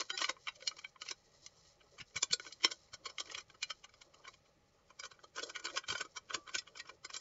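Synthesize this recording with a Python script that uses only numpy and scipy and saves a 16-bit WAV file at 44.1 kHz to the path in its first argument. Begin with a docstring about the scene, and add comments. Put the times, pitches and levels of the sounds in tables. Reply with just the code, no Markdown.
"""In a small kitchen, a paper yeast packet is squeezed empty over a steel mixing bowl, above faint room noise.
Each crease is noise and tiny clicks that swell quickly, snap and settle, coloured by the hollow of packet and bowl.
Squeezes swell filtered noise into rubbing and set off small folds at random; granules trickle as a dense,
faint hiss of tiny clicks. Decaying sines make the sides pop through and the steel rim sing once, a short
cluster of inharmonic sines swells and fades, and low noise puffs are fingers bumping the packet."""
import sys
import numpy as np
from scipy import signal
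from scipy.fft import rfft, irfft
from scipy.io import wavfile
from scipy.ndimage import uniform_filter1d

SR = 44100
rng = np.random.default_rng(int(sys.argv[2]) if len(sys.argv) > 2 else 0)


def to_wav(sig):
    """Store sig (one row per channel, or 1-D mono) as 16-bit WAV at the path in sys.argv[1].

    Samples outside -1..1 are clipped; the rate is SR.
    """
    pcm = np.clip(np.atleast_2d(sig), -1, 1) * 32767
    pcm = np.round(pcm).astype(np.int16)
    wavfile.write(sys.argv[1], SR, pcm.T)  # frames by channels


N = 317696
TIME = np.arange(N) / SR
CRUMPLED_S = 4.7  # from here on the packet is crumpled
HOLD_DB = -77  # least effort: fingers never quite rest on the paper


def undb(db):
    """Decibels to gain."""
    return 10 ** (np.asarray(db) / 20)


def unit(x):
    """Scale to an rms of one."""
    return x / np.sqrt(np.mean(x ** 2) + 1e-30)


def band(x, lo_hz, hi_hz, order=3):
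    """Causal band-pass."""
    sections = signal.butter(order, [lo_hz, min(hi_hz, .45 * SR)], "band", fs=SR, output="sos")
    return signal.sosfilt(sections, x)


def add(track, s, sound):
    """Mix a sound into a track from time s on."""
    start = int(round(s * SR))
    lo, hi = max(start, 0), min(start + len(sound), N)
    track[lo:hi] += sound[lo - start:hi - start]


def walk(rate_hz):
    """Slow random drift with an rms of one: held random steps, smoothed into ramps."""
    hold = int(SR / rate_hz)
    steps = np.repeat(rng.standard_normal(N // hold + 1), hold)
    return unit(uniform_filter1d(steps, hold)[:N])


def grains(shape, per_s, spread_db):
    """Random tiny clicks, mostly small, now and then large."""
    sizes = undb(spread_db * np.minimum(rng.exponential(size=shape), 4))
    strikes = rng.random(shape) < per_s / SR
    return unit(rng.standard_normal(shape) * sizes * strikes)


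# spectrum of the quiet kitchen: (frequency [Hz], relative density [dB per Hz])
ROOM_SPECTRUM = [(15, -30), (25, -7), (150, -7), (314, -20), (556, -11), (759, -24), (815, -10.5),
                 (986, -28), (1220, -15.5), (1550, -29), (1710, -22), (2170, -23), (7500, -34), (9750, -87),
                 (16500, -120)]


def kitchen(level_db=-73, waver_db=0.2):
    """Steady room noise, shaped in frequency, whose level wavers a little."""
    hz, db = np.transpose(ROOM_SPECTRUM)
    bins = np.maximum(np.fft.rfftfreq(N, 1 / SR), 1)
    colour = undb(np.interp(np.log(bins), np.log(hz), db))
    noise = irfft(rfft(rng.standard_normal(N)) * colour, N)
    return unit(noise) * undb(level_db + waver_db * walk(23))


def walls(x, t60_s=0.11, wet_db=-25, dull_hz=3500):
    """A short, dull kitchen echo: the sound is smeared by a decaying tail of noise."""
    t = np.arange(SR // 2) / SR
    noise = band(rng.standard_normal(len(t)), 150, dull_hz, order=1)
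    tail = noise * undb(-60 * t / t60_s) * (t > .008)
    return undb(wet_db) * signal.fftconvolve(x, tail / np.linalg.norm(tail))[:N]


def rim(s=6.346, hz=1165, level_db=-53, t60_s=0.4):
    """A finger grazes the rim and one mode of the steel bowl sings briefly."""
    t = np.arange(SR // 2) / SR
    out = np.zeros(N)
    add(out, s, undb(level_db - 60 * t / t60_s) * np.sin(2 * np.pi * hz * t))
    return out


# soft bumps of the fingers on the packet: (time [s], peak level [dB])
FINGER_BUMPS = [(2, -52.5), (2.156, -49), (2.228, -62), (2.307, -48.5), (2.334, -67), (2.653, -59.5),
                (2.932, -55), (3.345, -61), (5.895, -49), (5.932, -55), (6.008, -62), (6.344, -53),
                (6.553, -57)]


def bumps(rise_s=0.0038, fade_s=0.012):
    """A fingertip pushes the packet's flat side: a soft, low puff."""
    t = np.arange(SR // 6) / SR
    swell = (1 - np.exp(-t / rise_s)) * np.exp(-t / fade_s)
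    out = np.zeros(N)
    for s, peak_db in FINGER_BUMPS:
        puff = band(rng.standard_normal(len(t)) * swell, 71, 180, order=2)
        add(out, s - rise_s, undb(peak_db) * puff / abs(puff).max())
    return out


# sines of the brief tone cluster: (frequency [Hz], relative level [dB])
CLUSTER_TONES = [(370, -59.5), (786, -60.5), (1464, -54), (1863, -55.5), (3935, -52.5), (4840, -56.5),
                 (7020, -58.5)]


def brief_tones(s=0.1453, half_s=0.017, gain_db=3, waver=0.0041):
    """A short cluster of inharmonic sines swells and fades, its pitches all but steady."""
    swell = np.exp(-((TIME - s) / half_s) ** 2)
    turns = np.cumsum(1 + waver * walk(100)) / SR
    tones = sum(np.sqrt(2) * undb(db + gain_db) * np.sin(2 * np.pi * hz * turns)
                for hz, db in CLUSTER_TONES)
    return swell * tones


# a whole side pops through: (time [s], pitch [Hz], level before rise and decay [dB])
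SIDE_POPS = [(0.296, 520, -35.5), (0.622, 518, -45.5), (2.333, 520, -49), (2.398, 420, -51),
             (2.647, 335, -32), (3.203, 332, -50.5), (5.924, 400, -41)]


def pops(rise_s=0.0026, t60_s=0.055):
    """The air in the packet rings at a pitch set by how far it is pinched."""
    t = np.arange(SR // 6) / SR
    rise = 1 - np.exp(-t / rise_s)
    out = np.zeros(N)
    for s, hz, db in SIDE_POPS:
        add(out, s, undb(db - 60 * t / t60_s) * rise * np.sin(2 * np.pi * hz * t))
    return out


# resonances of packet and bowl: (frequency [Hz], width before the fade window [Hz],
# relative level while open [dB], relative level once crumpled [dB])
RESONANCES = [(357, 51, -5, -0.5), (446, 98, -3.5, -2.5), (530, 120, -1.5, -2), (1073.6, 43, -2, -1.5),
              (1182, 84, -7, -4), (1287.5, 49, -3.5, 0), (1456, 48, -4.5, 5), (1518, 28, -2.5, 0),
              (1910, 12, -6, 2), (2050, 46, -4, -12), (2223, 130, 3, -12), (2328, 110, 3, 7.5),
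              (2932, 190, 2, -2), (3107, 45, 1.5, 7), (3241, 59, -4, -3.5), (3895, 49, 3.5, 0),
              (4080, 24, 2, -4), (4222, 59, 2, -2), (4354, 10, -7.5, -1), (4570, 71, -4.5, -2.5),
              (4960, 18, -5, 2.5), (4960, 71, -2.5, -7.5), (5264, 130, -1, -6.5), (5420, 72, -3, 0.5),
              (5690, 66, -3.5, -11.5), (6022, 34, 2, -0.5), (6540, 46, -2.5, -1), (6520, 21, -1.5, -0.5),
              (7060, 99, -13.5, -9.5), (7330, 40, -6.5, -3.5)]


def hollow(x, when, direct_db, linger_db=-27, linger_s=.014, window_s=.024):
    """Packet and bowl ring briefly and some sound passes them by; crumpling reweights the resonances."""
    t = np.arange(SR // 10) / SR
    hz, width, *shapes_db = np.transpose(RESONANCES)[:, :, None]
    fade = np.exp(-np.pi * width * t) + undb(linger_db) * np.exp(-t / linger_s)
    window = np.exp(-(t / window_s) ** 2)  # rings die away within a few hundredths of a second
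    modes = 2 * np.pi * width / SR * np.cos(2 * np.pi * hz * t) * fade * window
    heard = []
    for db in shapes_db:
        response = (undb(db) * modes).sum(axis=0) + undb(direct_db) * (t == 0)
        ringing = signal.fftconvolve(x, np.array(response, ndmin=x.ndim), axes=-1)
        heard.append(ringing[..., :x.shape[-1]])
    opened, crumpled = heard
    return np.where(when < CRUMPLED_S, opened, crumpled)


# squeezes, paper sliding on paper: (middle [s], half length [s],
# relative fine grain level [dB], relative hollow rubbing level [dB])
HAND_SQUEEZES = [(0.234, .06, -48, -64.5), (0.66, .13, -66, -69), (1.076, .035, -54, -77),
                 (1.861, .04, -78, -71), (2.456, .05, -56.5, -66.5), (2.672, .075, -58, -64),
                 (3.048, .07, -73, -64), (3.276, .1, -63.5, -62), (4.154, .22, -77.5, -70),
                 (4.322, .05, -68.5, -72), (5.457, .08, -56, -59.5), (5.703, .08, -59, -60),
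                 (5.955, .055, -48, -62.5), (6.351, .05, -64, -57.5), (6.701, .22, -70, -70),
                 (6.902, .04, -72, -65), (7.193, .06, -57, -68.5)]


def squeezing():
    """Each squeeze swells and dies away; gives the strength of its fine grain and of its hollow rubbing."""
    grain, rub = np.zeros(N), np.zeros(N)
    for s, half_s, grain_db, rub_db in HAND_SQUEEZES:
        swell = np.exp(-((TIME - s) / half_s) ** 2)
        grain += undb(grain_db) * swell
        rub += undb(rub_db) * swell
    return grain, rub


# yeast granules sliding out of the packet: (time [s], relative level [dB])
GRANULE_POUR = [(0, -57), (0.5, -70), (1.1, -73), (1.5, -68), (2.05, -72), (2.9, -74), (3.8, -73.5),
                (4.7, -78.5), (6.2, -73), (7.2, -80)]


def rustle(grain, rubbing, fine_db=-3, rub_db=-1, skin_db=-5):
    """Paper rubs and granules slide out in uneven spurts, whose colour shifts as the paper bends."""
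    pour = undb(np.interp(TIME, *np.transpose(GRANULE_POUR)))
    spurts_db = 2.5 * walk(30)
    shift_db, grip_db = 2.5, 4.5
    # a dense, grainy hiss of tiny clicks
    granules = hollow(grains(N, per_s=3500, spread_db=2), TIME, direct_db=-16)
    fine = sum(band(granules, lo, hi) * undb(shift_db * walk(30))
               for lo, hi in [(900, 1000), (1850, 2000), (3800, 7700)])
    # the shifting grip lets now one, now another of the low resonances speak
    friction = hollow(rng.standard_normal(N), TIME, direct_db=-16.5)
    # (low edge [Hz], high edge [Hz], relative level [dB])
    lows = [(296, 385, 0.0055), (348, 620, 0.0023), (500, 700, 0.0043), (824, 1300, skin_db)]
    rub = sum(band(friction, lo, hi) * undb(db + grip_db * walk(22)) for lo, hi, db in lows)
    fine_strength = np.hypot(grain, pour) * undb(fine_db + spurts_db)
    rub_strength = np.hypot(rubbing, undb(HOLD_DB)) * undb(rub_db + spurts_db)
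    return unit(fine) * fine_strength + unit(rub) * rub_strength


def small_creases(grain, rub, level_db=1, scatter_db=3, size_db=-2, bright_db=-3, lead_db=-5, count=56):
    """Small folds give way at random, more often and louder the harder the packet is squeezed."""
    effort = np.hypot(grain, rub) + undb(HOLD_DB)
    due = np.cumsum(effort ** .7)  # the power sets how steeply the rate grows with effort
    at = np.searchsorted(due / due[-1], (np.arange(count) + rng.random(count)) / count)
    typical = np.array([level_db, size_db, bright_db, lead_db])
    traits = typical + scatter_db * rng.standard_normal((count, 4))
    levels_db = 20 * np.log10(effort[at]) + traits[:, 0]
    return np.column_stack([TIME[at], levels_db, traits[:, 1:]])


def folds(x, ring_db=-29, ring_s=.0033, count=12):
    """Every fold has a shape of its own, and so its own few short modes."""
    t = np.arange(SR // 30) / SR
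    chance = rng.random((len(x), count, 2, 1))
    hz = 300 + 7200 * (np.arange(count)[:, None] + chance[:, :, 0]) / count
    modes = (2 * chance[:, :, 1] * np.cos(2 * np.pi * hz * t)).sum(axis=1) * np.exp(-t / ring_s)
    response = (t == 0) + undb(ring_db) * modes
    return signal.fftconvolve(x, response, axes=1)[:, :x.shape[1]]


def reshape_packet(x, t, detune=.012):
    """The packet's shape differs slightly at every crease, so its resonances sit a little higher or lower."""
    stretch = 1 + detune * rng.standard_normal(len(x))
    return np.array([np.interp(t * k, t, row) for row, k in zip(x, stretch)])


# creases that snap: (time [s], level at 2-3.5 kHz [dB], size of the flipping panel [dB],
# brightness [dB], level of the swell before the snap [dB]); the last three are relative to the level
SNAPPING_CREASES = [(0.005, -43.5, -1.5, 6, -4.5), (0.014, -47, 2, 2.5, -10), (0.102, -37, -3.5, -4.5, -10),
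                    (0.176, -40, -13, 2, -16), (0.189, -42.5, -5.5, -2.5, -17), (0.218, -39, -0.5, 1, 2),
                    (0.243, -32.5, -6.5, -6.5, -14), (0.294, -36.5, -1, -0.5, -6),
                    (0.366, -65.5, 8, -24, -23), (0.471, -41, -4, -12, -17), (0.485, -40.5, -6, -8, 1),
                    (0.559, -64, -14, 3, 3), (0.624, -52.5, -8, -4.5, -9), (0.675, -37.5, -15, 7, -13),
                    (0.713, -56, 4.5, -18, -27), (0.767, -62.5, -1, 5.5, -11), (0.79, -52.5, -6, -0.5, -6),
                    (0.846, -41.5, -12.5, -20, -12), (0.96, -65, 8.5, -30, -14), (1.018, -45, -5, 0, -13),
                    (1.088, -46, -14.5, 3, 6), (1.111, -46, -3, 7, -5), (1.463, -56.5, -10, 8.5, -18),
                    (1.812, -65.5, -3.5, -21, 1), (1.987, -54, -5.5, -4, -2),
                    (2.012, -48.5, -8.5, -4.5, 8.5), (2.163, -36.5, -8.5, -4, -6.5),
                    (2.177, -50, -4, 4, 10), (2.229, -34.5, -6.5, 7.5, -13.5), (2.311, -44, -13, -6, -4.5),
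                    (2.333, -37, -5, 10, -1.5), (2.397, -47.5, 1.5, -4.5, -28),
                    (2.451, -58, -2.5, -11, 12.5), (2.477, -58, -16, -0.5, 5.5),
                    (2.525, -55.5, -32, 7.5, -10), (2.647, -28, -5.5, 4, -8), (2.717, -49.5, -2, 9, -3),
                    (2.942, -54.5, -2.5, 6, 6), (3.061, -46, -0.5, 2.5, 1.5), (3.102, -59.5, -0.5, 5, 11),
                    (3.183, -40, -10, -7, -20.5), (3.202, -46.5, -3, 8, -3), (3.257, -59.5, -7, 1.5, -13),
                    (3.299, -50, -7.5, -12, -4), (3.32, -55.5, 0, 3, 9), (3.348, -40.5, -13, -6.5, -12),
                    (3.384, -47, -3.5, -0.5, 8.5), (3.407, -58, -6.5, 2, 9), (3.5, -59.5, -3, -6.5, -8),
                    (3.548, -68, 6.5, -1.5, 1), (3.629, -36, -14, 0, -14), (3.706, -42, -4, -2, -1),
                    (3.844, -54, -4, -3, -5), (3.939, -67, 1, 3.5, -11), (4.02, -62, -14.5, 1, 8.5),
                    (4.252, -55.5, -1, -13, 3.5), (4.28, -52.5, 0, -2, 0), (4.903, -64, 3.5, -3, -9.5),
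                    (4.997, -48, -7, 2.5, -9.5), (5.035, -50, 0.5, -2, -6), (5.055, -54.5, -0.5, 4.5, 3),
                    (5.116, -60.5, 1.5, 1.5, 1), (5.191, -71, 8, -13.5, -18), (5.24, -64, 6, 6, -7),
                    (5.364, -55.5, -0.5, 6.5, -1), (5.385, -50.5, 5, -0.5, 12.5), (5.394, -46, -1, 0, -20),
                    (5.436, -58, 3.5, 15.5, 10.5), (5.499, -52.5, -1.5, 3, -8), (5.562, -43.5, -3, -7, 8),
                    (5.6, -57.5, -1, 0.5, 10), (5.654, -43.5, -3, 4, 0.5), (5.669, -45, -1.5, -5, -31),
                    (5.687, -55, 2, -3, 6), (5.76, -53.5, -7, 6, -8), (5.777, -41.5, -2, 2, 9),
                    (5.839, -54.5, -0.5, -18, -6), (5.886, -44, -4.5, 1.5, -7),
                    (5.903, -37.5, -6.5, -2.5, 2), (5.927, -47.5, 2.5, 2.5, 9), (5.982, -50.5, -6, 3, -1),
                    (6.011, -43.5, 1.5, 0.5, 5), (6.053, -61.5, 6, 0.5, 7), (6.171, -46, -4.5, 2, -1),
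                    (6.306, -47.5, 3, -12.5, -4.5), (6.346, -39.5, -2.5, 2.5, 3.5),
                    (6.478, -57.5, 2.5, -4, 10), (6.493, -53, 0.5, -8, -2), (6.552, -37.5, -4, 1, 1.5),
                    (6.588, -48, -20, 8, 10), (6.677, -57, -6.5, -15, -1), (6.756, -56, -3, -6, -4.5),
                    (6.774, -53, -6.5, 1.5, -1), (6.799, -46, -14.5, -0.5, -5),
                    (6.894, -50.5, -1, -6.5, -1), (7.049, -49.5, -1.5, 4, -8), (7.104, -57.5, -0.5, 1, 8),
                    (7.142, -50.5, -5.5, 7, -3.5), (7.165, -49, -7, 8, -6)]


def creases(rows, snap_s=0.00089, crush_s=0.0062, settle_db=-9, swell_db=-3, click_db=11):
    """A quick swell of tiny clicks leads into each snap, then the fold settles; soft folds crush more slowly."""
    s, level_db, size_db, treble_db, lead_db = np.transpose(rows)[:, :, None]
    # a wide panel pumps the air in the packet, which gives body
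    body_db = -10 + 1.7 * size_db + 0.84 * treble_db
    panel_db = size_db + 2 * (s > CRUMPLED_S)  # the crumpled packet speaks more at 1-1.5 kHz
    t = np.arange(-SR // 25, SR // 10) / SR  # the snap is at zero
    before, after = t < 0, t >= 0
    shape = (len(s), len(t))
    swell_s, give_s, settle_s, tail_s = 0.0065, .0035, 0.0062, .016
    soft_from_db, give_db, tail_db = -6, -1, -44
    soft = 1 / (1 + undb(2 * (soft_from_db - lead_db)))  # 0 stiff, 1 soft
    swell = undb(lead_db + swell_db) * np.exp(-abs(t) / swell_s) * before
    give = soft * undb(give_db) * np.exp(-abs(t) / give_s) * before
    fall = np.exp(-abs(t) / ((1 - soft) * snap_s + soft * crush_s)) * after
    settle = undb(settle_db) * np.exp(-abs(t) / settle_s) * after
    tail = undb(tail_db) * np.exp(-abs(t) / tail_s) * after
    click = (1 - soft) * undb(click_db) * (t == 0)
    snap = (give + fall) * rng.standard_normal(shape) + click
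    clicks = grains(shape, per_s=3500, spread_db=2)
    paper = hollow(folds(snap + (swell + settle + tail) * clicks), s, direct_db=-25.5)
    paper = reshape_packet(paper, t)
    # wide panels give body, tight folds give treble; the strength is that of the first moments
    first = after & (t < .008)
    parts = [(band(paper, 280, 620), body_db), (band(paper, 876, 1620), panel_db),
             (band(paper, 1850, 3360), 0), (band(paper, 3750, 7800), treble_db)]
    sounds = sum(p * undb(level_db + db) / p[:, first].std(axis=1, keepdims=True) for p, db in parts)
    out = np.zeros(N)
    for when, sound in zip(s[:, 0], sounds):
        add(out, when + t[0], sound)
    return out


def scene():
    """Packet, bowl and room at one microphone."""
    grain, rub = squeezing()
    crackle = creases(np.vstack([SNAPPING_CREASES, small_creases(grain, rub)]))
    near = rim() + bumps() + brief_tones() + pops() + rustle(grain, rub) + crackle
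    return (kitchen() + walls(near) + near)[None]


def record(dry, top_hz=7500, hiss_db=-96):
    """A narrow-band microphone cuts the top steeply; the electronics add a trace of hiss."""
    voiced = signal.sosfilt(signal.ellip(12, .2, 70, top_hz, fs=SR, output="sos"), dry)
    hiss = undb(hiss_db) * rng.standard_normal(dry.shape)
    return signal.sosfilt(signal.ellip(8, .2, 70, 15700, fs=SR, output="sos"), voiced + hiss)


dry = scene()
out = record(dry)
to_wav(out)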